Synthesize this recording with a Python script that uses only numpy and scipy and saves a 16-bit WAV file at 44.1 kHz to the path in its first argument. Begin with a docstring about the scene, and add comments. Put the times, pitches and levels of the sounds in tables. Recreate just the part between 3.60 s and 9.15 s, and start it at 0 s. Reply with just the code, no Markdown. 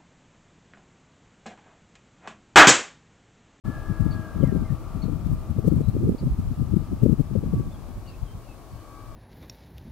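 """Gusty wind buffets a camera's two microphone ports in open country, mostly the left one, and dies down.
Eddies thump on the ports, and the air fizzes faintly in the hardest gusts. Behind the wind, far
traffic murmurs and its gears whine, with a thin squeal at first. One small bird gives sharp chips
while others whistle and twitter further off."""
import sys
import numpy as np
from scipy import signal
from scipy.fft import rfft, irfft, next_fast_len
from scipy.io import wavfile
from scipy.ndimage import uniform_filter1d, map_coordinates

SR = 44100
rng = np.random.default_rng(int(sys.argv[2]) if len(sys.argv) > 2 else 0)


def to_wav(sig):
    """Store sig (one row per channel, or 1-D mono) as 16-bit WAV at the path in sys.argv[1].

    Samples outside -1..1 are clipped; the rate is SR.
    """
    pcm = np.clip(np.atleast_2d(sig), -1, 1) * 32767
    pcm = np.round(pcm).astype(np.int16)
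    wavfile.write(sys.argv[1], SR, pcm.T)  # frames by channels


N = 244755
T = np.arange(N) / SR

# the hardest single eddies: t/s, relative level/dB, left minus right/dB, swing f/Hz, whirl offset/dB
VORTICES = [(0.314, -6.5, 23, 127.4, -35), (0.408, -4.5, 31, 145.3, -22), (0.465, -5, 28, 174, -14.5),
            (0.81, -11, 23, 212, -7), (0.838, 0, 33, 173, -7), (0.875, -8.5, 8, 172, -22),
            (0.926, -7.5, 27, 240, -18), (0.961, -9.5, 22, 145, -5.5), (1.123, -11, 16, 113.9, -11),
            (1.484, -16.5, 24, 290, -27), (1.99, -8, 19, 149, -5), (2.048, -10, 22, 310, -7),
            (2.081, -0.5, 30, 184, -8), (2.124, -3, 31, 216, -13.5), (2.169, -6, 11, 121, -18),
            (2.209, -6.5, 21, 178.8, -8), (2.287, -3, 20, 126, -24), (2.367, -12, 15, 322.2, -8),
            (2.475, -10.5, 18, 288, -4), (2.493, -3.5, -26, 219, -6), (2.548, -14, -25, 270.6, -4.5),
            (2.634, -11, -14, 186, -7), (2.671, -5.5, 12, 168, -18.5), (3.169, -1.5, 27, 199, -20.5),
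            (3.434, -4, 27, 140.7, -10), (3.462, -7, 15, 298.7, 0.5), (3.529, -1.5, 32, 189.8, -18),
            (3.605, -1.5, 32, 187, -16.5), (3.759, -6, 30, 242.5, -4.5), (3.837, -13, 29, 191.4, -5),
            (3.939, -6.5, 29, 180.2, -11.5)]


def undb(db):
    """Decibels to gain."""
    return 10 ** (np.asarray(db) / 20)


def curves(table):
    """Each column after t/s, joined by straight lines."""
    s, *columns = np.transpose(table)
    return [np.interp(T, s, c) for c in columns]


def noise(colour, size=N):
    """Noise of rms 1, coloured by points of f/Hz, level/dB."""
    hz, db = np.transpose(colour)
    n = next_fast_len(size)
    f = np.maximum(np.arange(n // 2 + 1) * SR / n, 1)
    gain = undb(np.interp(np.log(f), np.log(hz), db))
    x = irfft(rfft(rng.standard_normal(n)) * gain, n)[:size]
    return x / x.std()


def smooth(x, samples):
    """Two moving averages in a row."""
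    return uniform_filter1d(uniform_filter1d(x, samples), samples)


def walk(rate):
    """Smooth random modulation with a spread of 1 and `rate` new values a second."""
    hold = int(SR / rate)
    x = smooth(np.repeat(rng.standard_normal(N // hold + 1), hold), hold)[:N]
    return x / x.std()


def tone(hz):
    """A sine that follows a pitch curve."""
    return np.sin(2 * np.pi * (np.cumsum(hz) / SR + rng.random()))


def add(out, s, x):
    """Mix a short sound in at time s."""
    i = max(int(s * SR), 0)
    out[i:i + len(x)] += x[:N - i]


def pan(x, left_db):
    """Feed both ports, with the left one left_db above the right."""
    return x * undb(np.array([[left_db], [-left_db]]) / 2)


def shares(left_db):
    """How power divides between the left and the right port."""
    return (1 / (1 + undb([-left_db, left_db]) ** 2))[:, None]


def outdoors(x, wet_db, t60):
    """Ground, trees and walls scatter a short tail, different at each port."""
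    t = np.arange(SR // 2) / SR
    tails = rng.standard_normal((2, len(t))) * undb(-60 * t / t60) * (t > .012)
    tails /= np.sqrt(np.sum(tails ** 2, axis=1, keepdims=True))
    return x + undb(wet_db) * signal.fftconvolve(x, tails, axes=1)[:, :N]


def twitter(level_db=-73, low_hz=2400, high_hz=4600, length_s=0.0375, count=40):
    """Many birds, far off, blur into a faint twitter."""
    out = np.zeros(N)
    for when, pitch, slope, size in rng.random((count, 4)):
        u = np.linspace(-1, 1, int(length_s * (.5 + size) * SR))
        hz = (low_hz + pitch * (high_hz - low_hz)) * (1 + .15 * (slope - .6) * u)
        add(out, when * T[-1], tone(hz) * (1 - u ** 2) * undb(level_db))
    return outdoors(pan(out, left_db=-4), wet_db=1, t60=0.47)


def road(floor_db=-50.5, nearer_db=6, recede_s=1.93, side_db=-11):
    """Far tyres and engines: a dull, narrow murmur that recedes to a steady bed."""
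    # road noise from afar: f/Hz, level/dB
    colour = [(25, -23), (70, -8), (130, 0), (220, 7.5), (320, 11), (450, 4), (660, 4.5), (900, 1.5),
              (1300, -3.5), (1550, -9), (1900, -14), (2400, -13.5), (3500, -19), (8000, -31)]
    db = floor_db + nearer_db * np.exp(-T / recede_s) + 0.37 * walk(10)
    mid, side = noise(colour), noise(colour)
    murmur = mid + undb(side_db) * side * np.array([[1], [-1]])
    return pan(undb(db) * murmur, left_db=4)


def gear_whine(teeth=35, trim_db=-2.5, flutter_db=2, wander=0.00092, jitter=.002):
    """Far gear teeth sing, with sidebands spaced by the shaft rate; moving air makes each line flutter."""
    # tooth rate: t/s, f/Hz
    pitch = [(0, 1194), (.6, 1197), (1, 1208), (2.1, 1209), (3.15, 1195), (4.05, 1136), (4.4, 1116),
             (4.9, 1115), (5.55, 1152)]
    # the wind carries the whine in and out: t/s, relative level/dB
    fader = [(0.05, -53.5), (1.25, -53), (2.3, -58.5), (2.6, -65), (3.3, -60), (4.05, -59), (4.45, -64),
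             (5.05, -62.5), (5.35, -53), (5.55, -54)]
    # lines of the whine: multiple of the shaft rate
    orders = [9.25, 18.5, 33, 34, 35, 37, 38, 39, 40, 49.3, 70]
    # balance of those lines: start level/dB, middle level/dB, end level/dB
    balance = [(8.5, 0.5, -19), (1.5, 0, -4.5), (-0.5, -2.5, -13), (-1, -11, -2.5), (0, 3, 3.5),
               (-0.5, -14, -3), (-11, 1, -14), (-0.5, -12, -5), (-4, -11, -21), (-38, -12, -6),
               (-23, -17, -12)]
    (tooth_hz,), (db,) = curves(pitch), curves(fader)
    shaft_hz = tooth_hz / teeth
    out = 0
    for order, levels in zip(orders, balance):
        line_db = np.interp(T, np.linspace(0, T[-1], len(levels)), levels)
        unsteady = 1 + wander * walk(30.07) + jitter * walk(150)
        out += tone(order * shaft_hz * unsteady) * undb(line_db + flutter_db * walk(16))
    return pan(out * undb(db + trim_db), left_db=3)


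def squeals(flutter_db=2, wander=0.00394, rasp=.005, trim_db=-1):
    """Two thin, rough lines in the far traffic beat against each other as they sink and fade."""
    # one track for each squeal: t/s, f/Hz, relative level/dB
    tracks = [
        [(0.04, 1717, -50), (0.12, 1705, -45.5), (0.25, 1729, -56), (0.45, 1680, -60), (0.55, 1644, -52.5),
         (0.7, 1590, -53), (0.82, 1585, -63)],
        [(0.12, 1628, -45.5), (0.21, 1650, -48), (0.36, 1665, -47), (0.47, 1669, -50), (0.55, 1657, -47.5),
         (0.8, 1640, -51), (0.93, 1611, -53.5), (1.08, 1547, -62)],
    ]
    out = 0
    for track in tracks:
        hz, db = curves(track)
        fade = np.clip((T - track[0][0]) / 0.032, 0, 1) * np.clip((track[-1][0] - T) / .01, 0, 1)
        unsteady = 1 + wander * walk(70) + rasp * walk(300)
        out += fade * tone(hz * unsteady) * undb(db + trim_db + flutter_db * walk(88.8))
    return pan(out, left_db=2.5)


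def bird_whistles(waver=0.015, flutter_db=2.5, trim_db=0.5):
    """Short slurs, each bent through three pitches and made unsteady by the distance."""
    # notes of the further birds: t/s, length/s, start f/Hz, middle f/Hz, end f/Hz, relative level/dB
    slurs = [(0.814, 0.027, 3370, 3050, 2855, -59), (0.824, 0.063, 2130, 2090, 2050, -57),
             (0.875, 0.047, 1895, 1810, 1710, -55), (1.047, .042, 2160, 2094, 2050, -57),
             (1.084, 0.055, 1865, 1820, 1750, -57.5), (1.644, .027, 3380, 3620, 3400, -67),
             (1.683, 0.023, 3362, 3380, 3150, -70), (2.052, 0.07, 4010, 4450, 4402, -66),
             (2.223, 0.065, 4170, 3938, 3900, -64), (2.278, 0.032, 4124, 4060, 3530, -61.5),
             (4.109, 0.055, 3480, 3505, 3040, -61.5), (4.455, 0.0637, 3000, 2794, 2706, -57.5),
             (4.515, 0.044, 2814, 2597, 2642, -61), (4.646, 0.1, 3350, 3144, 3172, -63.5),
             (4.877, .064, 2710, 2647, 2535, -60), (5.081, 0.11, 4615, 4480, 4210, -73),
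             (5.165, 0.068, 3044, 3035, 2990, -66)]
    out, drift = np.zeros(N), 1 + waver * walk(250)
    for s, length, start_hz, middle_hz, end_hz, db in slurs:
        u = np.linspace(-1, 1, int(length * SR))
        hz = middle_hz + u * (end_hz - start_hz) / 2 + u ** 2 * ((start_hz + end_hz) / 2 - middle_hz)
        hz *= drift[int(s * SR):][:len(u)]
        add(out, s, tone(hz) * np.sqrt(1 - u ** 2) * undb(db))
    out *= undb(trim_db + flutter_db * walk(180))
    return outdoors(pan(out, left_db=1), wet_db=-5.5, t60=0.25)


def bird_chips(first_db=-14, third_db=-21, echo_db=-12, echo_s=.013, beak_width_hz=750):
    """The pitch shoots up, holds and drops; the beak rings at the top of the second harmonic's arch."""
    # the nearest bird's second harmonic:
    # t/s, length/s, start f/Hz, top f/Hz, end f/Hz, level/dB, rasp/share of the pitch
    arches = [(0.507, 0.026, 3180, 4560, 2770, -48.5, 0.012),
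              (1.418, 0.023, 3340, 4400, 2900, -47.5, 0.0063), (2.579, 0.028, 3604, 4564, 3544, -53, 0.061),
              (4.473, 0.024, 3675, 4550, 3540, -52.5, 0.029)]
    out, shake = np.zeros(N), walk(900)
    for s, length, start_hz, top_hz, end_hz, db, rasp in arches:
        u = np.linspace(-1, 1, int(length * SR))
        droop = np.abs(u) ** np.where(u < 0, 7, 2.6)
        hz = top_hz + (np.where(u < 0, start_hz, end_hz) - top_hz) * droop
        beak = 1 / np.hypot(1, (hz - top_hz) / beak_width_hz)
        hz *= 1 + rasp * shake[int(s * SR):][:len(u)]
        harmonics = tone(hz) + undb(first_db) * tone(hz / 2) + undb(third_db) * tone(hz * 3 / 2)
        note = harmonics * beak * np.sqrt(1 - u ** 2) * undb(db)
        add(out, s, note)
        add(out, s + echo_s, note * undb(echo_db))
    return outdoors(pan(out, left_db=3), wet_db=-5, t60=0.075)


def fizz(pressure, rush_db=-36, tick_db=-19, ticks_per_s=25, tick_s=.0003, smooth_s=0.013):
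    """Hard gusts hiss over the ports and now and then tick."""
    # air rushing over a port: f/Hz, level/dB
    colour = [(500, 18), (2000, -2), (5000, -3.5), (9000, 1), (16000, 0)]
    force = np.sqrt(np.abs(smooth(pressure ** 2, int(smooth_s * SR))))
    rush = np.array([noise(colour) * undb(2 * walk(150)) for _ in range(2)])
    kicks = (rng.random((2, N)) < ticks_per_s / SR) * rng.uniform(0.45, 1, (2, N))
    decays = signal.lfilter([1], [1, -np.exp(-1 / (tick_s * SR))], kicks)
    ticks = decays * rng.standard_normal((2, N))
    return force ** 1.06 * (undb(rush_db) * rush + undb(tick_db) * ticks)


def swirl(strength, gain_db=-29, follow=0.37, smooth_s=0.061, bleed=0.33):
    """Air rumbles slowly round the whole camera, following the wind sluggishly over a smaller range."""
    colour = [(6, -20), (20, -11), (33, 6), (55, -4), (120, -1.5), (400, -93)]  # f/Hz, level/dB
    push = np.sqrt(np.abs(uniform_filter1d(np.sum(strength ** 2, axis=0), int(smooth_s * SR))))
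    rumble = np.array([noise(colour) for _ in range(2)])
    return pan((rumble + bleed * rumble[::-1]) * push ** follow * undb(gain_db), left_db=6.5)


def airflow(breeze_left_db=6, breeze_eddy_hz=110.46, squareness=3):
    """Breeze and gusts add in power, giving the strength at each port and a power-weighted eddy rate."""
    # the breeze between the gusts: t/s, relative level/dB
    breeze = [(0, -36.5), (0.35, -36), (0.55, -22.5), (0.68, -38.5), (1.2, -31), (1.86, -37.5), (3.3, -36),
              (4.05, -28), (4.22, -36.5), (4.7, -42), (4.9, -47.5), (5.55, -53.5)]
    # gusts on top: centre t/s, length/s, relative level/dB, left minus right/dB, nominal eddy f/Hz
    gusts = [(0.073, 0.062, -21.5, 14, 134.4), (0.183, 0.12, -28, 15, 115), (0.304, 0.038, -18.5, 26, 132),
             (0.449, 0.12, -16, 24, 115.4), (0.771, 0.03, -20, 21, 171), (0.84, 0.15, -16.5, 17, 144.9),
             (0.976, 0.1604, -19, 14, 134.8), (1.117, 0.0619, -18, 20, 94.2), (1.4, 0.12, -23, 15, 130.2),
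             (1.506, 0.16, -19.5, 20, 170.3), (1.721, 0.23, -22, 8, 114.9), (1.905, 0.046, -20, 15, 100),
             (1.984, 0.051, -18, 13.5, 139.9), (2.142, 0.2, -15.5, 10.5, 140.2),
             (2.277, 0.051, -15, 27, 114), (2.371, 0.1, -17.5, 0, 144.8), (2.48, 0.11, -16.5, 0.5, 179.7),
             (2.645, 0.063, -19.5, -3, 145.3), (2.722, 0.052, -14, 1, 110), (2.81, 0.06, -18.5, 7.5, 120),
             (2.895, 0.086, -18, 2.5, 114.8), (3.019, 0.086, -18.5, 10, 109.8),
             (3.15, 0.14, -17.5, 15.5, 145.2), (3.33, 0.099, -22, 7.5, 134.9),
             (3.444, 0.0699, -13, 15, 170.2), (3.511, 0.065, -14.5, 27, 139.7),
             (3.603, 0.042, -15, 22, 160.1), (3.76, 0.089, -16, 22, 164.8), (3.929, 0.15, -18, 2, 128.2),
             (4.005, 0.0346, -19, 11, 164.9), (4.069, 0.0696, -26, 12, 145), (4.148, 0.035, -31, 7, 99.6),
             (4.321, 0.049, -33, 6.5, 94.9), (4.379, 0.065, -30.5, -15, 89.6),
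             (4.622, 0.059, -22.5, 11, 67.8), (4.756, 0.093, -32, 0.5, 85.4),
             (5.142, 0.042, -31, 9.5, 82.25), (5.501, 0.15, -37.5, 8, 80)]
    breeze_db, = curves(breeze)
    power = undb(breeze_db) ** 2 * shares(breeze_left_db)
    weighted_hz = undb(breeze_db) ** 2 * breeze_eddy_hz
    for s, length, db, left_db, hz in gusts:
        near = slice(max(int((s - 2 * length) * SR), 0), int((s + 2 * length) * SR))
        swell = undb(db) ** 2 * np.exp(-2 * np.abs(2 * (T[near] - s) / length) ** squareness)
        power[:, near] += swell * shares(left_db)
        weighted_hz[near] += swell * hz
    return np.sqrt(power), weighted_hz / power.sum(axis=0)


def eddies(rate_hz, reference_hz=134.37, follow=.85, evenness=0.78, smooth_s=0.042,
           puffs_per_s=70, puff_db=3, puff_speed=.14):
    """A frozen pattern of turbulence is blown past a port in puffs: faster air shortens the eddies."""
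    # turbulence at the reference eddy rate: f/Hz, level/dB
    colour = [(12, -46), (30, -9), (70, 0.5), (120, -1.5), (185, -5), (260, -10.5), (350, -21.5),
              (480, -40), (700, -76), (1200, -100)]
    puff = np.clip(walk(puffs_per_s), -2, 2)
    travel = np.cumsum((rate_hz / reference_hz) ** follow * np.exp(puff_speed * puff))
    pattern = noise(colour, size=int(travel[-1]) + 2)
    # even out the pattern, so that the gust, more than chance, sets how strong the eddies are
    pattern /= smooth(pattern ** 2, int(smooth_s * SR)) ** (evenness / 2)
    return map_coordinates(pattern, [travel], order=1) * undb(puff_db * puff)


def buffets(trim_db=-2, swing_cycles=0.37, neighbour_db=-7, scatter=0.22,
            whirl_db=-4.5, whirl_hz=400, whirl_cycles=0.73, whirl_gap_s=0.00491):
    """A vortex on a port pushes, then sucks. Weaker ones lead and trail it; quick whirls ride on each."""
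    out = np.zeros((2, N))
    t = np.arange(-SR // 30, SR // 30) / SR
    chances = rng.uniform(-1.022, 1, (len(VORTICES), 3, 3))
    for (s, db, left_db, hz, offset_db), chance in zip(VORTICES, chances):
        thump = 0
        for rank, (turn, size, late) in zip((-1, 0, 1), chance):  # leading, main, trailing
            u = t * hz - rank * (1.267 + scatter * late)  # time in swing cycles
            swing = -np.sin(2 * np.pi * u) * np.exp(-.5 * (u / swing_cycles) ** 2)
            thump += swing * undb(abs(rank) * (neighbour_db + 1.8 * size))
            v = (t - rank * whirl_gap_s * (1 + .5 * late)) * whirl_hz * (1 + scatter * size)
            whirl = np.cos(2 * np.pi * v + np.pi * turn) * np.exp(-.5 * (v / whirl_cycles) ** 2)
            thump += whirl * undb(offset_db + whirl_db + abs(rank) * neighbour_db / 2)
        for port, share in zip(out, shares(left_db)):
            add(port, s + t[0], thump * np.sqrt(share) * undb(db + trim_db))
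    return out


def wind(trim_db=-2, surge_db=1.2, surges_per_s=28, bleed=0.069, duck_db=-6, duck_s=0.0067):
    """Each port's own eddies surge in the gusts, give way to buffets and bleed into the other port."""
    strength, rate_hz = airflow()
    crossing = np.max([np.exp(-np.minimum(((T - s) / duck_s) ** 2, 20)) for s, *_ in VORTICES], axis=0)
    ports = np.array([eddies(rate_hz), eddies(rate_hz)])
    surge = np.clip(walk(surges_per_s), -2, 2)
    ports *= strength * undb(trim_db + surge_db * surge + duck_db * crossing)
    return ports + bleed * ports[::-1] + buffets() + swirl(strength)


def scene():
    """Wind on the ports over far traffic and birds."""
    pressure = wind()
    traffic = road() + outdoors(gear_whine() + squeals(), wet_db=-11, t60=0.47)
    return pressure + fizz(pressure) + traffic + bird_chips() + bird_whistles() + twitter()


def record(dry, hiss_db=-58.5, top_hz=15750, silent_s=.038, fade_s=.015):
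    """A brief silence, then the sound fades in. The camera adds its own hiss and cuts the top."""
    # microphone hiss: f/Hz, level/dB
    colour = [(100, 8), (1500, 3), (3000, -1), (4500, 2.5), (6000, 1), (10000, -0.5), (16000, -3)]
    hiss = undb(hiss_db) * np.array([noise(colour), noise(colour)])
    fade_in = np.clip((T - silent_s) / fade_s, 0, 1)
    high_cut = signal.ellip(14, .1, 80, top_hz, fs=SR, output="sos")
    return signal.sosfilt(high_cut, (dry + hiss) * fade_in)


dry = scene()
out = record(dry)
to_wav(out)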